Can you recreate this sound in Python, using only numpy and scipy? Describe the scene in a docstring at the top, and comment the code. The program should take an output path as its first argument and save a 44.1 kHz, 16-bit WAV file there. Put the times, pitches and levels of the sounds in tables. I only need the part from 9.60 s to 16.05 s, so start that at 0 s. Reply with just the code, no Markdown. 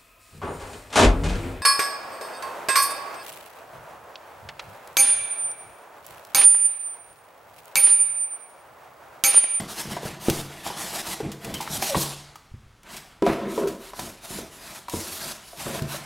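"""A hand drags foam blocks about in a cardboard box and lifts one out, close to a mono microphone in a quiet room.
From the start, friction noise hisses and scrapes while the strokes and shoves drive the blocks' modes and the
box wall; soon knocks ring the same modes as decaying sines, and a diffuse room tail answers them. Then the
wrap snaps in decaying bursts of crackle and the foam squeals briefly as gliding, roughened tones. From 3.1 s
the hand works a second block, with its own balance of modes."""
import sys
import numpy as np
from scipy import signal
from scipy.fft import rfft, irfft, next_fast_len
from scipy.io import wavfile
from scipy.ndimage import uniform_filter1d, map_coordinates

SR = 44100
rng = np.random.default_rng(int(sys.argv[2]) if len(sys.argv) > 2 else 0)


def elevation(decibels):
    """Turn decibel levels (scalar or array-like) into linear amplitude ratios."""
    levels = np.asarray(decibels, float)
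    return 10 ** (levels / 20)


def master_out(mix):
    """Clip the mix to full scale and print it as 16-bit PCM to the path in sys.argv[1]."""
    frames = np.transpose(np.atleast_2d(mix))
    ceiling = np.clip(frames, -1, 1)
    pcm = np.round(ceiling * 32767).astype(np.int16)
    wavfile.write(sys.argv[1], SR, pcm)


N = 284621  # samples

# quiet room noise, relative spectrum: (frequency [Hz], density [dB per Hz])
QUIET_SPECTRUM = [(30, -8), (649, -28.5), (1160, -25), (9970, -43), (16000, -53)]
# strokes over foam, card and wrap: (start [s], length [s], hiss level [dB], scrape level over the hiss [dB])
STROKES = [(-0.05, 0.059, -38.5, 0), (0.066, 0.07, -37, -5.5), (0.146, 0.076, -33.5, -3.5),
           (0.278, 0.057, -37.5, 1.5), (0.412, 0.079, -39, 1), (0.595, 0.22, -37.5, -2.5),
           (0.873, 0.17, -50, 3), (1.028, 0.051, -33, -0.5), (1.141, 0.15, -35, -3.5),
           (1.289, 0.13, -35, -1), (1.436, 0.11, -35, -3), (1.789, 0.75, -49, 5),
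           (2.08, 0.099, -31.5, -8.5), (2.188, 0.12, -29, -8.5), (2.348, 0.089, -26, -33.5),
           (3.226, 0.16, -59.5, 12.5), (3.277, 0.094, -44, -4.5), (3.626, 0.11, -44, 11),
           (3.869, 0.14, -43.5, -7), (4.178, 0.13, -48, -1), (4.334, 0.17, -42.5, -4),
           (4.607, 0.052, -41.5, -3.5), (4.661, 0.14, -39, -5.5), (4.888, 0.14, -50, -2),
           (5.003, 0.19, -44, -2), (5.285, 0.3, -37, -7.5), (5.564, 0.16, -36.5, -4),
           (5.81, 0.32, -50, -15), (5.958, 0.24, -39, -1), (6.262, 0.11, -36.5, -0.5)]
# shoves that shake the blocks and jostle the box: (start [s], length [s], block level [dB], jostle level [dB])
SHOVES = [(-0.02, 0.045, -37, -31.5), (0.25, 0.14, -43, -43), (0.435, 0.086, -38.5, -45),
          (0.68, 0.025, -29.5, -58), (1.62, 0.075, -35, -33.5), (1.84, 0.15, -39.5, -38.5),
          (2.1, 0.095, -50, -38), (2.355, 0.027, -29.5, -27.5), (3.24, 0.1, -58, -79),
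          (3.666, 0.035, -23, -30.5), (3.78, 0.34, -32.5, -48), (3.98, 0.068, -27, -52),
          (4.385, 0.12, -44, -46), (4.7, 0.15, -45.5, -44.5), (5.333, 0.055, -36, -40.5),
          (6.055, 0.2, -37, -41.5)]
# relative spectra of hiss, scrape and jostle: (frequency [Hz], density [dB per Hz])
HISS_SPECTRUM = [(1470, -35), (3080, -9), (4170, -3.5), (11600, -4), (16000, -16.5)]
SCRAPE_SPECTRUM = [(600, 9.5), (2200, 4.5), (3500, -2.5), (6000, -23)]
JOSTLE_SPECTRUM = [(20, -3), (110, 4), (190, 9), (320, -1)]
# modes of the foam blocks: (frequency [Hz], relative level in first block [dB], in second block [dB])
BLOCK_MODES = [(199.4, 2.5, 5), (239.4, 1, 5.5), (326, 6, 6), (380.3, 2.5, 6), (453, 2, 3), (548, -1.5, 3),
               (660, -3, 1.5), (800, 7, -5), (977, 4.5, 10.5), (1156, -0.5, 5.5), (1287, -18, 7),
               (1913, -12, -19)]
# knocks: (time [s], peak level of the ring [dB], pitch the contact favours [Hz],
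#          decay rate of the ring [factor on the usual rate; below 1 rings longer, above 1 is duller and shorter])
KNOCKS = [(0.318, -26.5, 193, 0.36), (0.366, -19, 700, 0.24), (0.431, -24, 456, 1.6),
          (0.454, -27, 148, 0.71), (0.684, -6.5, 315, 1.9), (0.693, -23, 336, 0.9),
          (0.704, -17.5, 120, 1.4), (1.063, -21, 790, 0.56), (1.101, -23, 787, 0.54),
          (1.6024, -20.5, 428, 0.39), (1.661, -23, 180, 0.61), (2.004, -23.5, 891, 0.22),
          (2.076, -21, 1270, 1.5), (2.222, -19, 734, 0.25), (2.346, -13.5, 1080, 0.3),
          (2.353, -14, 505, 2.4), (2.757, -34, 1244, 0.76), (2.916, -37, 54.5, 1), (2.939, -29, 99, 0.58),
          (3.062, -45, 51, 0.89), (3.6221, -9.5, 397, 0.16), (3.664, -9, 696, 0.19),
          (3.977, -15, 417, 0.41), (4.334, -29, 800, 0.48), (4.391, -22, 733, 0.37),
          (4.705, -35, 294, 0.74), (4.787, -26, 397, 0.5), (5.2834, -24, 800, 0.53),
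          (5.336, -19.5, 386, 0.28), (5.341, -28.5, 89, 0.11), (5.93, -33, 696, 0.16),
          (6.063, -23.5, 574, 0.28), (6.153, -27.5, 660, 0.59), (6.219, -20.5, 135, 0.64),
          (6.345, -25, 620, 1.2)]
# reverberation: (frequency [Hz], t60 [s])
ROOM_DECAY = [(200, 0.61), (12000, 0.58)]
# snaps of wrap and foam beads: (time [s], approximate peak level [dB], t60 [s])
SNAPS = [(0.6991, -2.5, 0.038), (1.717, -19, 0.086), (1.846, -11.5, 0.045), (1.941, -10, 0.06),
         (2.008, -13.5, 0.17), (2.223, -5.5, 0.062), (2.7565, -23, 0.04),  (3.232, -33, 0.054),
         (3.366, -16.5, 0.099), (3.664, -27, 0.0092), (4.073, -18.5, 0.21), (4.394, -12.5, 0.062),
         (5.283, -21, 0.04), (5.2967, -12, 0.037), (6.2217, -14.5, 0.019)]
# stick-slip squeals: (start [s], end [s], start frequency [Hz], end frequency [Hz], rms level [dB])
SQUEALS = [(1.934, 1.973, 3500, 3080, -39), (2.291, 2.337, 726, 550, -29), (4.01, 4.061, 411, 388, -23.5),
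           (4.74, 4.785, 314, 191, -45)]

SECOND_BLOCK_S = 3.1  # from here on the hand works the second block
WALL_HZ, WALL_T60_S = 142.3, 0.72  # the long box wall
BED_HZ = 115  # duller thuds are cushioned by the bed and leave the wall still
STROKE_RISE_S, HISS_FADE_DB_PER_S, SCRAPE_FADE_DB_PER_S = 0.053, 81, 56
TREBLE_HZ, TREBLE_FADE_DB_PER_S = 8300, 170  # the top of the hiss dies first
SHOVE_RISE_S, BLOCK_FADE_DB_PER_S, JOSTLE_FADE_DB_PER_S = 0.0056, 102, 175
SCRAPE_SHAKES_DB, SCRAPE_JOSTLES_DB = -7.5, -11.5  # scraping also shakes blocks and box a little
STOP_DB = 5  # the sudden drop when the hand stops


def unit(x):
    """Normalization: the signal scaled to rms 1."""
    return x / np.sqrt(np.mean(x ** 2) + 1e-20)


def along(points, hz):
    """Interpolation of (Hz, value) points on a logarithmic frequency axis."""
    f, v = np.transpose(points)
    return np.interp(np.log(hz + 1), np.log(f + 1), v)


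def filtered(x, response):
    """Linear filtering: the spectrum multiplied by a frequency response."""
    m = next_fast_len(N + SR)
    return irfft(rfft(x, m) * response(np.fft.rfftfreq(m, 1 / SR)), m)[:N]


def coloured(x, spectrum):
    """Spectral shaping: x weighted by the given curve, silent far outside it, rms 1."""
    low_hz, high_hz = spectrum[0][0] / 2, spectrum[-1][0] * 2
    closed = [(low_hz, -90), *spectrum, (high_hz, -90)]
    return unit(filtered(x, lambda hz: elevation(along(closed, hz))))


def quiet_room():
    """Background noise: stationary Gaussian noise of fixed spectrum."""
    return elevation(-57.0) * coloured(rng.standard_normal(N), QUIET_SPECTRUM)


def effort(events, column, rise_s, fade_db_per_s):
    """Gain envelope: events rise, hold, drop as the hand stops and fade; their powers add."""
    t = np.arange(0, N + 32, 32) / SR
    power = 0
    for row in events:
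        since = t - row[0]
        fade_db = fade_db_per_s * np.maximum(since - row[1], 0)
        stop_db = STOP_DB * (since > row[1])
        gain = np.clip(since / rise_s, 0, 1) * elevation(row[column] - fade_db - stop_db)
        power = power + gain ** 2
    return np.interp(np.arange(N) / SR, t, np.sqrt(power))


def friction(grain_db, flutter_db, rate):
    """Dry friction: noise of tiny slips with long-tailed sizes; pressure flutters at rate values a second."""
    flutter = map_coordinates(rng.standard_normal(N // 50), [np.arange(N) * rate / SR])
    sizes = np.minimum(rng.exponential(1, N // 20 + 1), 4)
    clumps = np.repeat(sizes, 20)[:N]
    return rng.standard_normal(N) * elevation(grain_db * clumps + flutter_db * flutter)


def patchy(x, depth_db):
    """Changing contact: patches of the spectrum swell and fade at random."""
    z = signal.stft(x, nperseg=512)[2]
    across_hz = uniform_filter1d(rng.standard_normal(z.shape), size=4, axis=0)
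    field = uniform_filter1d(across_hz, size=12, axis=1)
    return signal.istft(z * elevation(depth_db * unit(field)), nperseg=512)[1][:N]


def resonance(hz, centre_hz, t60):
    """Damped oscillator: frequency response of one mode that dies 60 dB in t60."""
    width = np.log(1000) / (np.pi * t60)
    return 1j * hz * width / (centre_hz ** 2 - hz ** 2 + 1j * hz * width)


def ring_time(hz):
    """Internal loss: in foam the usual t60 of a block mode shortens with its pitch."""
    return 0.019 * (400 / hz) ** 0.2


def ringing(drive, modes, hold):
    """Modal superposition: noise drives the block in hand, rms 1; hold stretches the ring."""
    def response(hz, block):
        total = 0
        for k, mode in enumerate(modes):
            peak = resonance(hz, mode[0], hold * ring_time(mode[0]))
            total = total + (-1) ** k * elevation(mode[block]) * peak
        return total

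    first, second = (unit(filtered(drive, lambda hz: response(hz, block))) for block in (1, 2))
    return np.where(np.arange(N) / SR < SECOND_BLOCK_S, first, second)


def hiss_and_scrape(scrape):
    """Sliding friction: one slip noise is heard as bright hiss, whose top fades sooner, and as lower scrape."""
    body_gain = effort(STROKES, column=2, rise_s=STROKE_RISE_S, fade_db_per_s=HISS_FADE_DB_PER_S)
    top_gain = effort(STROKES, column=2, rise_s=STROKE_RISE_S, fade_db_per_s=TREBLE_FADE_DB_PER_S)
    slips = patchy(friction(grain_db=1.0, flutter_db=1.04, rate=70), depth_db=2.0)
    bright = coloured(slips, HISS_SPECTRUM)
    top = filtered(bright, lambda hz: 1 / (1 + (TREBLE_HZ / (hz + 1)) ** 4))
    hiss = body_gain * (bright - top) + top_gain * top
    return hiss + scrape * coloured(slips, SCRAPE_SPECTRUM)


def shaken_blocks(scrape):
    """Forced vibration: juddering friction excites the modes of the foam blocks."""
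    shove = effort(SHOVES, column=2, rise_s=SHOVE_RISE_S, fade_db_per_s=BLOCK_FADE_DB_PER_S)
    shake = np.hypot(shove, elevation(SCRAPE_SHAKES_DB) * scrape)
    judder = friction(grain_db=2.5, flutter_db=0.9, rate=98)
    hollow = shake * ringing(patchy(judder, depth_db=1), BLOCK_MODES[:7], hold=5)
    # the upper modes answer both the shaking and the scraping
    upper_gain = np.hypot(elevation(-11.5) * shake, elevation(-11) * scrape)
    return hollow + upper_gain * ringing(judder, BLOCK_MODES[6:], hold=1.17)


def jostled_box(scrape):
    """Resonance: low push noise is heard directly and through the mode of the box wall."""
    shove = effort(SHOVES, column=3, rise_s=SHOVE_RISE_S, fade_db_per_s=JOSTLE_FADE_DB_PER_S)
    jostle = np.hypot(shove, elevation(SCRAPE_JOSTLES_DB) * scrape)
    push = jostle * coloured(friction(grain_db=1, flutter_db=3.5, rate=18), JOSTLE_SPECTRUM)
    wall = filtered(push, lambda hz: resonance(hz, WALL_HZ, WALL_T60_S))
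    return push + elevation(8.5) * wall


def rubbing():
    """Excitation and response: strokes and shoves sound as friction, block modes and box wall."""
    pressing = [(s, length, db + over_db) for s, length, db, over_db in STROKES]
    scrape = effort(pressing, column=2, rise_s=STROKE_RISE_S, fade_db_per_s=SCRAPE_FADE_DB_PER_S)
    return hiss_and_scrape(scrape) + shaken_blocks(scrape) + jostled_box(scrape)


def knocks():
    """Impact excitation: contacts ring block modes near their own pitch and, close to its mode, the wall."""
    out, t = np.zeros(N + SR), np.arange(SR // 2) / SR
    hz, first_db, second_db = np.transpose(BLOCK_MODES)[:, :, None]
    sign = (-1) ** np.arange(len(BLOCK_MODES))[:, None]  # neighbouring modes start in opposite directions
    scatter_db = rng.normal(0, 3, (len(KNOCKS), len(BLOCK_MODES), 1))
    # the surfaces meeting
    tap = filtered(rng.standard_normal(N), lambda f: f / (f + 700) / (1 + (f / 2500) ** 2))
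    for (s, db, pitch_hz, decay_rate), chance_db in zip(KNOCKS, scatter_db):
        at = round(s * SR)
        level_db = first_db if s < SECOND_BLOCK_S else second_db
        reach_db = -13 * np.abs(np.log2(hz / pitch_hz))  # modes far from the contact pitch get less
        fading = elevation(level_db + reach_db + chance_db - 60 * t * abs(decay_rate) / ring_time(hz))
        modes = np.sum(sign * fading * np.sin(2 * np.pi * hz * t), axis=0)
        # the struck spot itself
        spot_fading = elevation(7.5 - 60 * t * abs(decay_rate) / ring_time(pitch_hz))
        spot = spot_fading * np.sin(2 * np.pi * pitch_hz * t)
        ring = (modes + spot) * (1 - np.exp(-t * pitch_hz / 0.4))  # dull contacts are soft and start slowly
        wall_db = -9 - 25 * abs(np.log2(WALL_HZ / pitch_hz)) if pitch_hz > BED_HZ else -120
        wall = elevation(wall_db - 60 * t / WALL_T60_S) * np.sin(2 * np.pi * WALL_HZ * t)
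        wall = wall * (1 - np.exp(-t / 0.0032))
        crack_gain = min(1, pitch_hz / 900) * elevation(1.5 - 60 * t / 0.045)
        crack = crack_gain * np.roll(tap, -at)[:len(t)]
        out[at:][:len(t)] += elevation(db) * (ring / np.abs(ring).max() + wall + crack)
    return out[:N]


def room(x):
    """Reverberation: each frequency of a noise tail has its own decay; the tail is new every quarter second."""
    out, hop = np.zeros(N + SR), SR // 4
    delay = SR // 200  # 5 ms
    for at in range(0, N, hop):
        hz, t, z = signal.stft(rng.standard_normal(SR // 2), SR, nperseg=256)
        decay = elevation(-60 * t / along(ROOM_DECAY, hz)[:, None])
        tail = signal.istft(z * decay, SR, nperseg=256)[1]
        answer = signal.fftconvolve(x[at:at + hop], tail / np.linalg.norm(tail))
        out[at + delay:][:len(answer)] += answer
    return out[:N]


def snaps():
    """Impulsive release: a sudden burst of crackle that decays exponentially."""
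    gain, t = np.zeros(N + SR), np.arange(SR // 4) / SR
    for s, db, t60 in SNAPS:
        # noise peaks stand well over its rms, hence the 17 dB
        gain[round(s * SR):][:len(t)] += elevation(db - 17.0 - 60 * t / max(t60, 0.005))
    slips = friction(grain_db=1.0, flutter_db=1.5, rate=150)
    crackle = filtered(slips, lambda hz: hz / (hz + 1200) / (1 + (hz / 9000) ** 2))
    return gain[:N] * unit(crackle)


def squeals():
    """Stick-slip oscillation: a gliding tone of unsteady strength swells, then lets go at once."""
    out = np.zeros(N)
    for start, end, from_hz, to_hz, db in SQUEALS:
        u = np.linspace(0, 1, round((end - start) * SR))
        pitch_hz = to_hz + (from_hz - to_hz) * (1 - u) ** 3
        phase = 2 * np.pi * np.cumsum(pitch_hz) / SR
        # the higher the squeal, the more broken it is
        wander = map_coordinates(rng.standard_normal(50), [u * (end - start) * to_hz / 6])
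        rough = unit(1 + to_hz / 1800 * wander)
        tone = np.sqrt(2) * rough * np.minimum(1, 8 * u) * np.sin(phase)
        out[round(start * SR):][:len(u)] += elevation(db) * tone
    return out


def scene():
    """Superposition: all sources add at one microphone, feeding two equal channels."""
    background = quiet_room()
    rubbed = rubbing()
    hits = knocks() + snaps() + squeals()
    mono = background + rubbed + hits + elevation(-6.5) * room(hits)
    return np.array([mono, mono])


def band_limit(x):
    """A steep low-pass at the top of the band."""
    return signal.sosfilt(signal.butter(12, 16480, fs=SR, output="sos"), x)


def record(dry):
    mix = np.array([filtered(x, lambda hz: hz < 15830) for x in dry])
    return band_limit(mix)


dry = scene()
out = record(dry)
master_out(out)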